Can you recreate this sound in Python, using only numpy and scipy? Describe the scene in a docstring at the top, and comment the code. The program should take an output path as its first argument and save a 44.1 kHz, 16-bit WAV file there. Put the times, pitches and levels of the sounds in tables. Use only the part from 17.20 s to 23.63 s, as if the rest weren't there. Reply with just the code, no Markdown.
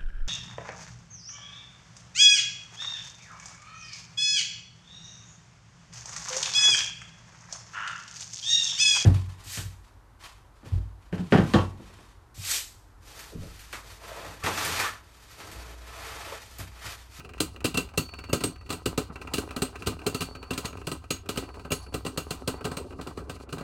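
"""Two toy spinning tops clash in a plastic arena: each clash cracks, thumps the bowl and rings the weight rings.
Blows are shaped noise plus one push through the bowl's response; rings are decaying, fluttering sines.
Between clashes a wobbling top taps the floor about once a turn, as softer blows.
The tips grind (filtered noise and skips) and squeak (gliding tones) over a low hum in a soft rumble."""
import sys
import numpy as np
from scipy import signal
from scipy.fft import rfft, irfft, next_fast_len
from scipy.io import wavfile
from scipy.ndimage import uniform_filter1d

SR = 44100
rng = np.random.default_rng(int(sys.argv[2]) if len(sys.argv) > 2 else 0)


def log_audio(samples):
    """Write samples as a 16-bit WAV file to the path given in sys.argv[1]."""
    # one column per channel
    frames = np.atleast_2d(samples).T
    # limit to full scale, then quantise
    limited = np.clip(frames, -1, 1)
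    pcm = np.round(limited * 32767).astype(np.int16)
    wavfile.write(sys.argv[1], SR, pcm)


N = 283561
TIME_S = np.arange(N) / SR


def amp(db):
    """Amplitude factor of a level in dB."""
    return 10 ** (np.asarray(db) / 20)


def evened(x):
    """Scale to unit RMS."""
    return x / np.sqrt(np.mean(x ** 2) + 1e-20)


def add(mix, start_s, sound):
    """Mix a sound in at its start time, cut at the end of the scene."""
    part = mix[max(round(start_s * SR), 0):][:len(sound)]
    part += sound[:len(part)]


def drift(corner_hz):
    """Random wandering of unit RMS: noise low-passed at corner_hz."""
    size = next_fast_len(N)
    smooth = 1 / (1 + (np.fft.rfftfreq(size, 1 / SR) / corner_hz) ** 4)
    return evened(irfft(rfft(rng.standard_normal(size)) * smooth, size)[:N])


# resonances of plastic bowl and shells: (f/Hz, width/Hz, height/dB at depth 1)
BOWL_MODES = [(168.5, 52, 10.5), (259.4, 51, 14), (313, 7.3, 12.5), (413, 182, 18), (562, 58, 5.5),
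              (725, 110, 6.5), (1020, 63, 7), (1277, 274, 11), (1551, 83, 9.5), (1947, 59, 10),
              (2406, 244, 8.5), (2724, 104, 9.5), (2882, 160, 8.5), (4180, 470, 9), (4720, 370, 6.5),
              (8330, 750, 3)]
FREQS_HZ = np.fft.rfftfreq(8192, 1 / SR)


def body(colour, lo_hz, hi_hz, depth):
    """Minimum-phase response of the bowl in one band: broad colour plus resonances scaled by depth."""
    hz, db = np.transpose(colour)
    peaks_db = sum(height / (1 + (2 * (FREQS_HZ - f) / width) ** 2) for f, width, height in BOWL_MODES)
    colour_db = np.interp(np.log(FREQS_HZ + 1), np.log(hz), db)
    high_pass = 1 + (lo_hz / (FREQS_HZ + 1)) ** 8
    low_pass = 1 + (FREQS_HZ / hi_hz) ** 8
    gain = amp(colour_db + depth * peaks_db) / np.sqrt(high_pass * low_pass)
    log_gain = np.log(np.maximum(gain, gain.max() * 1e-4))
    circle = np.concatenate([log_gain, log_gain[-2:0:-1]])
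    spectrum = np.exp(np.conj(signal.hilbert(circle)))  # log gain sets the phase
    return np.fft.ifft(spectrum).real[:len(FREQS_HZ) // 2]


def blow(response, push, rise_s, first_s, tail, t60_s, lumps_db):
    """One push amid ms of uneven chatter, then weakening arena reflections; unit RMS over the first 15 ms."""
    t = np.arange(SR // 5) / SR
    noise, sizes = rng.standard_normal((2, len(t)))
    swell = 1 - np.exp(-(t / rise_s) ** 2)
    contacts = evened(uniform_filter1d(sizes, size=48))  # about 1 ms each
    lumps = amp(lumps_db * np.clip(contacts, -2, 2))
    decay = np.exp(-t / first_s) + tail * amp(-60 * t / t60_s)
    force = noise * swell * evened(lumps) * decay
    force[round(rise_s * SR)] += push
    sound = signal.fftconvolve(force, response)
    return sound / np.sqrt(np.mean(sound[:round(.015 * SR)] ** 2))


# broad colour of the grind: (f/Hz, level/dB)
GRIND_COLOUR = [(20, -28), (40, -18), (70, 7), (130, -11.5), (250, -8.5), (500, -10), (900, -8.5),
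                (1400, -20.5), (1900, -23), (3000, -18.5), (4500, -15.5), (6000, -15), (10000, -18.5),
                (16000, -35)]
# grind of the tips before band gains, on the whole more as the spin runs down: (t/s, level/dB)
GRIND_LEVEL = [(0.0, -51.5), (1.16, -54), (1.4, -53.5), (1.74, -48.5), (3.53, -48), (3.94, -57),
               (4.15, -43.5), (4.32, -46.5), (4.73, -50), (5.62, -43.5), (6.07, -49), (6.43, -48)]


def rolling(rumble_db, scrape_db, hiss_db, uneven_db, throb_db, skips_per_s, skip_size):
    """Tips grind over plastic and skip on scratches: noise and impulses, throbbing once a turn as spin slows."""
    grind_db = np.interp(TIME_S, *np.transpose(GRIND_LEVEL))
    mean_db = grind_db.mean()
    spin_hz = np.interp(TIME_S, [0, N / SR], [22, 15]) + drift(9.5)
    turns = np.cumsum(spin_hz) / SR
    throb = amp(throb_db * np.sin(2 * np.pi * turns))
    sizes = skip_size * np.minimum(rng.exponential(1, N), 2.5)
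    skips = sizes * (rng.random(N) < skips_per_s / SR)
    out = np.zeros(N)
    # (lower f/Hz, upper f/Hz, gain/dB, share of level changes, share of skips)
    bands = [(94.0, 636, rumble_db, 1.5, 1),
             (740, 1840, scrape_db, 1.05, 0.91),
             (1980, 22000, hiss_db, 0.9, .1)]
    for lo_hz, hi_hz, gain_db, follow, skip_share in bands:
        rubbing = rng.standard_normal(N) * amp(uneven_db * drift(19))
        force = (rubbing + skip_share * skips) * throb
        grind = signal.oaconvolve(force, body(GRIND_COLOUR, lo_hz, hi_hz, depth=0.9))[:N]
        level_db = gain_db + mean_db + follow * (grind_db - mean_db)
        out += amp(level_db) * evened(grind)
    return out


def squeaks(gain_db, hz, glide, width_hz, uneven_db):
    """Each of two tips chirps faintly within the scrape: a gliding sine under random amplitude."""
    level = amp(np.interp(TIME_S, *np.transpose(GRIND_LEVEL)) + gain_db)
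    chirps = np.zeros(N)
    for _ in range(2):
        pitch_hz = hz * np.exp(glide * drift(9))
        tone = np.sin(2 * np.pi * np.cumsum(pitch_hz) / SR)
        chirps += tone * drift(width_hz) * amp(uneven_db * drift(10.5))
    return level * evened(chirps)


HUM_FADE_DB_PER_S = 0.15


def hum(hz, tone_db, rumble_db):
    """Low sine of wavering pitch and level in low-passed noise, both fading slowly."""
    pitch_hz = hz + 3 * drift(5.7)
    tone = np.sin(2 * np.pi * np.cumsum(pitch_hz) / SR) * (1 + 0.28 * drift(36))
    # (f/Hz, level/dB)
    colour = [(20, -10), (32, 1), (42, -34), (52, 7.5), (66, -1.5), (95, 7), (125, -10.0), (200, -16.5)]
    rumble = signal.oaconvolve(rng.standard_normal(N), body(colour, 11, 240, depth=0))[:N]
    fade = amp(HUM_FADE_DB_PER_S * (TIME_S.mean() - TIME_S))
    return fade * (amp(tone_db) * evened(tone) + amp(rumble_db) * evened(rumble))


# broad colour of a tap: (f/Hz, level/dB)
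TAP_COLOUR = [(60, 4), (300, -1), (700, -3.5), (1300, 0), (2000, -8.5), (2350, -7.5), (2580, -2),
              (2850, -10.5), (3300, -16.5), (4700, -24), (6000, -21), (8500, -24.5), (12000, -33),
              (16000, -28)]
# spells of wobbling, level before band gains: (first tap t/s, taps, sway period/s, level/dB)
WOBBLES = [(.001, 5, .0442, -52), (.359, 2, .044, -51.5), (0.687, 2, .049, -55.5), (.887, 1, .05, -52.5),
           (.935, 3, .051, -47), (1.357, 3, .0515, -57), (1.955, 3, .058, -45), (2.287, 1, .05, -50),
           (2.306, 1, .05, -43.5), (2.554, 2, .066, -44), (2.788, 2, .026, -50.5), (3.149, 2, .077, -46.5),
           (3.526, 3, .043, -50.5), (3.838, 1, .05, -54), (3.962, 1, .05, -56), (4.057, 1, .05, -55),
           (4.234, 5, .053, -53), (4.662, 2, .063, -56), (5.406, 1, .05, -47), (5.704, 2, .018, -55),
           (6.161, 2, 0.037, -55), (6.288, 1, .05, -52.5)]


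def taps(thump_db, knock_db, clack_db, fizz_db, dulling_db_per_s):
    """Tilted top touches down each sway: short shell tick, duller as spin slows, with a faint arena trail."""
    out = np.zeros(N)
    # (lower f/Hz, upper f/Hz, push, first decay/s, share of dulling, gain/dB)
    bands = [(80, 650, 8, .005, 1, thump_db),
             (650, 1900, 4, .007, .2, knock_db),
             (1900, 3200, 9, .004, -.6, clack_db),
             (3200, 17000, 2, .006, -.2, fizz_db)]
    for lo_hz, hi_hz, push, first_s, dulling, gain_db in bands:
        response = body(TAP_COLOUR, lo_hz, hi_hz, depth=1.0)
        for start_s, count, period_s, level_db in WOBBLES:
            tap_db = level_db + gain_db + dulling * dulling_db_per_s * start_s
            for k in range(round(count)):
                tick = blow(response, push, rise_s=.0028, first_s=first_s, tail=.18, t60_s=.22, lumps_db=2.5)
                add(out, start_s + k * period_s, amp(tap_db) * tick)
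    return out


# broad colour of a clash: (f/Hz, level/dB)
CLASH_COLOUR = [(30, -16.5), (60, -3), (110, 3.5), (190, -5.5), (350, -9.5), (520, -7.5), (750, -12),
                (1300, -11.5), (1850, -18), (3300, -14), (5500, -20), (7800, -16.5), (11000, -23.5),
                (16000, -16)]
# boom, thump, knock, clack, crack: (lower f/Hz, upper f/Hz, push, first decay/s, tail share, tail t60/s)
CLASH_BANDS = [(33.5, 337, 7.9, 0.0035, 0.4, 0.17), (360, 646, 11, 0.0024, 0.5, 0.11),
               (664, 1740, 5.8, 0.011, 0.43, 0.24), (2090, 6000, 2.27, 0.0044, 0.18, 0.23),
               (6300, 11000, 5, 0.0047, 0.61, .17)]
# answer of each band; slower tops boom less:
# (level/dB, dB per dB strength, dB per dB hardness, spin-down slope/(dB/s))
BAND_ANSWER = [(-28.5, 1.0, -0.06, -0.5751), (-34.5, 1.58, -0.06, .5), (-36.5, 0.67, 0.02, 0),
               (-37, 1.05, 0.99, 0.14), (-40, 1.31, 1.08, 0)]
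# clashes and knocks; harder is brighter, the spot struck favours one pitch:
# (t/s, strength/dB, hardness/dB, ring/dB, favoured f/Hz)
CLASHES = [(0.2015, 3.5, 6, -7, 10540), (0.4422, 4, 0, 0, 2900), (0.4514, -7.5, 14.5, -7, 2800),
           (0.5417, -2.5, 0.5, 3.5, 2820), (.5711, 3, 4, 2.5, 2780), (0.7739, 4, 4, 11, 4140),
           (1.092, -9.5, -8.5, 14, 2800), (1.128, 7, -0.5, 5, 4470), (1.2044, -7.5, 2, -2, 2800),
           (1.236, 2, 3.5, 5.5, 8470), (1.491, -14, 6, -3, 8470), (1.501, -1, 2.5, -19, 8470),
           (1.524, -6.5, 5.5, 6.5, 8470), (1.656, 3.5, 1, -5, 4470), (1.775, 4, 0, -13, 8470),
           (1.896, -12.5, -29, -7, 4470), (2.135, -1.5, 8, -1, 2870), (2.168, -17, 12, 11, 10540),
           (2.18, 1, 0, -11, 8470), (2.361, -2, 0, 8, 10540), (2.418, 4, 1.5, 6, 8470),
           (2.66, -9.5, 4.5, 4, 10540), (2.668, 3, 1.5, -8, 8470), (2.863, 3, 2, 5, 4470),
           (2.944, -0.5, 1.5, 9, 4470), (3.005, -3.5, 5, -5, 4470), (3.016, -5, 6.5, 6, 4470),
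           (3.305, -1, -1, 3.5, 2910), (3.332, -14, 10.5, -8, 8470), (3.375, -4, 6.5, -7, 6620),
           (3.445, -3, -5.5, -7, 8470), (3.452, -13, 15, -7, 6620), (3.668, -2, 2, -15, 8470),
           (3.714, -2.5, 1.5, -2, 8470), (3.904, -.5, 7, -2, 6620), (4.088, -1.5, 3.5, -12, 4470),
           (4.156, -11, -1, 14, 4470), (4.172, 0.5, 1.5, -4, 10540), (4.448, -11, -8, 0, 4570),
           (4.504, -5, -7.5, 26.5, 4470), (4.516, 3, 3.5, 8, 10540), (4.739, -.5, 0, 4, 8470),
           (4.848, -5.5, -1.5, -3, 4470), (4.862, -2, 0.5, -4, 8470), (4.973, 0, 2.5, 8, 10540),
           (5.105, -1.5, 3.5, -1, 5400), (5.274, 3, 1, 2, 4470), (5.442, -6.5, -0.5, -3, 5400),
           (5.449, 0.5, -2, -15, 8470), (5.513, -5, -5, -2, 8470), (5.567, -4.5, 2.5, 0, 8470),
           (5.787, -9.5, -46, 7, 4470), (5.81, -10.5, 0, -6, 4470), (5.869, -7.5, -3, -11, 8470),
           (5.972, -6, -8, 1, 8470), (6.094, -5.5, -0.5, -18, 8470), (6.324, -2, -3.5, -14, 10540),
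           (6.38, -8, -4, -7, 4470), (6.406, -7, -10, 2, 4470)]


def clashes():
    """Rim meets rim: shells crack and tips kick the bowl; hardness goes into the treble."""
    out = np.zeros(N)
    for band, answer in zip(CLASH_BANDS, BAND_ANSWER):
        lo_hz, hi_hz, push, first_s, tail, t60_s = band
        gain_db, by_strength, by_hardness, by_time = answer
        response = body(CLASH_COLOUR, lo_hz, hi_hz, depth=0.99)
        for start_s, strength_db, hardness_db, _, _ in CLASHES:
            level_db = gain_db + by_strength * strength_db + by_hardness * hardness_db + by_time * start_s
            hit = blow(response, push, rise_s=.003, first_s=first_s, tail=tail, t60_s=t60_s, lumps_db=0.5)
            add(out, start_s, amp(level_db) * hit)
    return out


# modes, short in the shells and long in the metal weight rings: (f/Hz, level/dB, t60/s)
RING_MODES = [(2705, 0, .1), (2751, -6, .15), (2920, -2, .08), (4466, -3, 1.7), (4484, -8, .9),
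              (5400, -17, .4), (5930, -12, .35), (6621, -7, .2), (8242, -11, .13), (8446, -2, .15),
              (8500, -6, .17), (9755, -16, .25), (10520, -1, .38), (10570, -6, .27), (10990, -9, .22),
              (12030, -8, .2), (14490, -11, .15)]
# how strongly a clash reaches the modes: (f/Hz, level/dB)
RING_COLOUR = [(2750, -50), (4470, -81), (6600, -50), (8470, -58), (10540, -80.5), (12000, -53)]
FAVOUR_DB, FAVOUR_WIDTH_HZ = 17.5, 540


def rings(min_spin_hz, swing, scatter_db):
    """Strong, hard clashes ring the metal, most near the favoured pitch; spin flutters level and phase."""
    out, t = np.zeros(N), np.arange(SR) / SR
    onset = (1 - np.exp(-t / 0.0025)) * (1 - t ** 4)
    for start_s, strength_db, hardness_db, ring_db, favoured_hz in CLASHES:
        clash_db = strength_db + hardness_db + ring_db
        draws = rng.random((len(RING_MODES), 4))
        for (hz, db, t60_s), (phase, turn, speed, luck) in zip(RING_MODES, draws):
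            u = t[:int(min(.6 * t60_s, 1) * SR)]
            favour_db = FAVOUR_DB * np.exp(-((hz - favoured_hz) / FAVOUR_WIDTH_HZ) ** 2)
            mode_db = db + np.interp(hz, *np.transpose(RING_COLOUR)) + favour_db
            spin = 2 * np.pi * (min_spin_hz * (1 + speed / 2) * u + turn)
            carrier = np.sin(2 * np.pi * (hz * u + phase) + swing * np.cos(spin / 2))
            tone = (1 + swing * np.sin(spin)) * carrier
            level_db = clash_db + mode_db + scatter_db * (2 * luck - 1) - 60 * u / t60_s
            add(out, start_s, amp(level_db) * onset[:len(u)] * tone)
    return out


def overtones(gain_db, scatter_db, mid_t60_s, count):
    """Many weak upper modes of both tops as decaying sines; their mix varies at random from clash to clash."""
    t = np.arange(SR // 3) / SR
    place, phase, damping = rng.random((3, count, 1))
    hz = 3000 + 12500 * (np.arange(count)[:, None] + place) / count
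    decay = amp(-60 * t / (mid_t60_s * (.5 + damping)))
    modes = np.sin(2 * np.pi * (hz * t + phase)) * decay * (1 - np.exp(-t / .002))
    slope_db = np.interp(hz[:, 0], [3000, 9000, 15500], [2, -1, -7])
    out = np.zeros(N)
    for start_s, strength_db, hardness_db, _, _ in CLASHES:
        luck = np.clip(rng.standard_normal(count), -2, 1.8)
        level_db = strength_db + hardness_db + gain_db + slope_db + scatter_db * luck
        add(out, start_s, amp(level_db) @ modes)
    return out


def scene():
    """Sum of grind, hum, taps, clashes and ringing metal."""
    grind = rolling(rumble_db=-2.5, scrape_db=-5.5, hiss_db=-16.0, uneven_db=5.5, throb_db=2.0,
                    skips_per_s=33, skip_size=42.0)
    grind = grind + squeaks(gain_db=-15.5, hz=1179, glide=0.15, width_hz=41, uneven_db=-1)
    low_hum = hum(hz=65.9, tone_db=-49.5, rumble_db=-48.5)
    floor_taps = taps(thump_db=-4.5, knock_db=-0.2, clack_db=1.7, fizz_db=-1.5, dulling_db_per_s=1.85)
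    hits = clashes() + floor_taps
    metal = rings(min_spin_hz=31.64, swing=0.49, scatter_db=9.5)
    shimmer = overtones(gain_db=-66.5, scatter_db=6, mid_t60_s=.15, count=80)
    return (hits + metal + shimmer + grind + low_hum)[None]


EDGE_HZ = 16100


def record(dry):
    """Band limit: linear-phase low-pass at EDGE_HZ."""
    low_pass = signal.firwin(301, EDGE_HZ, window=("kaiser", 8), fs=SR)
    return signal.oaconvolve(dry, low_pass[None], "same")


dry = scene()
out = record(dry)
log_audio(out)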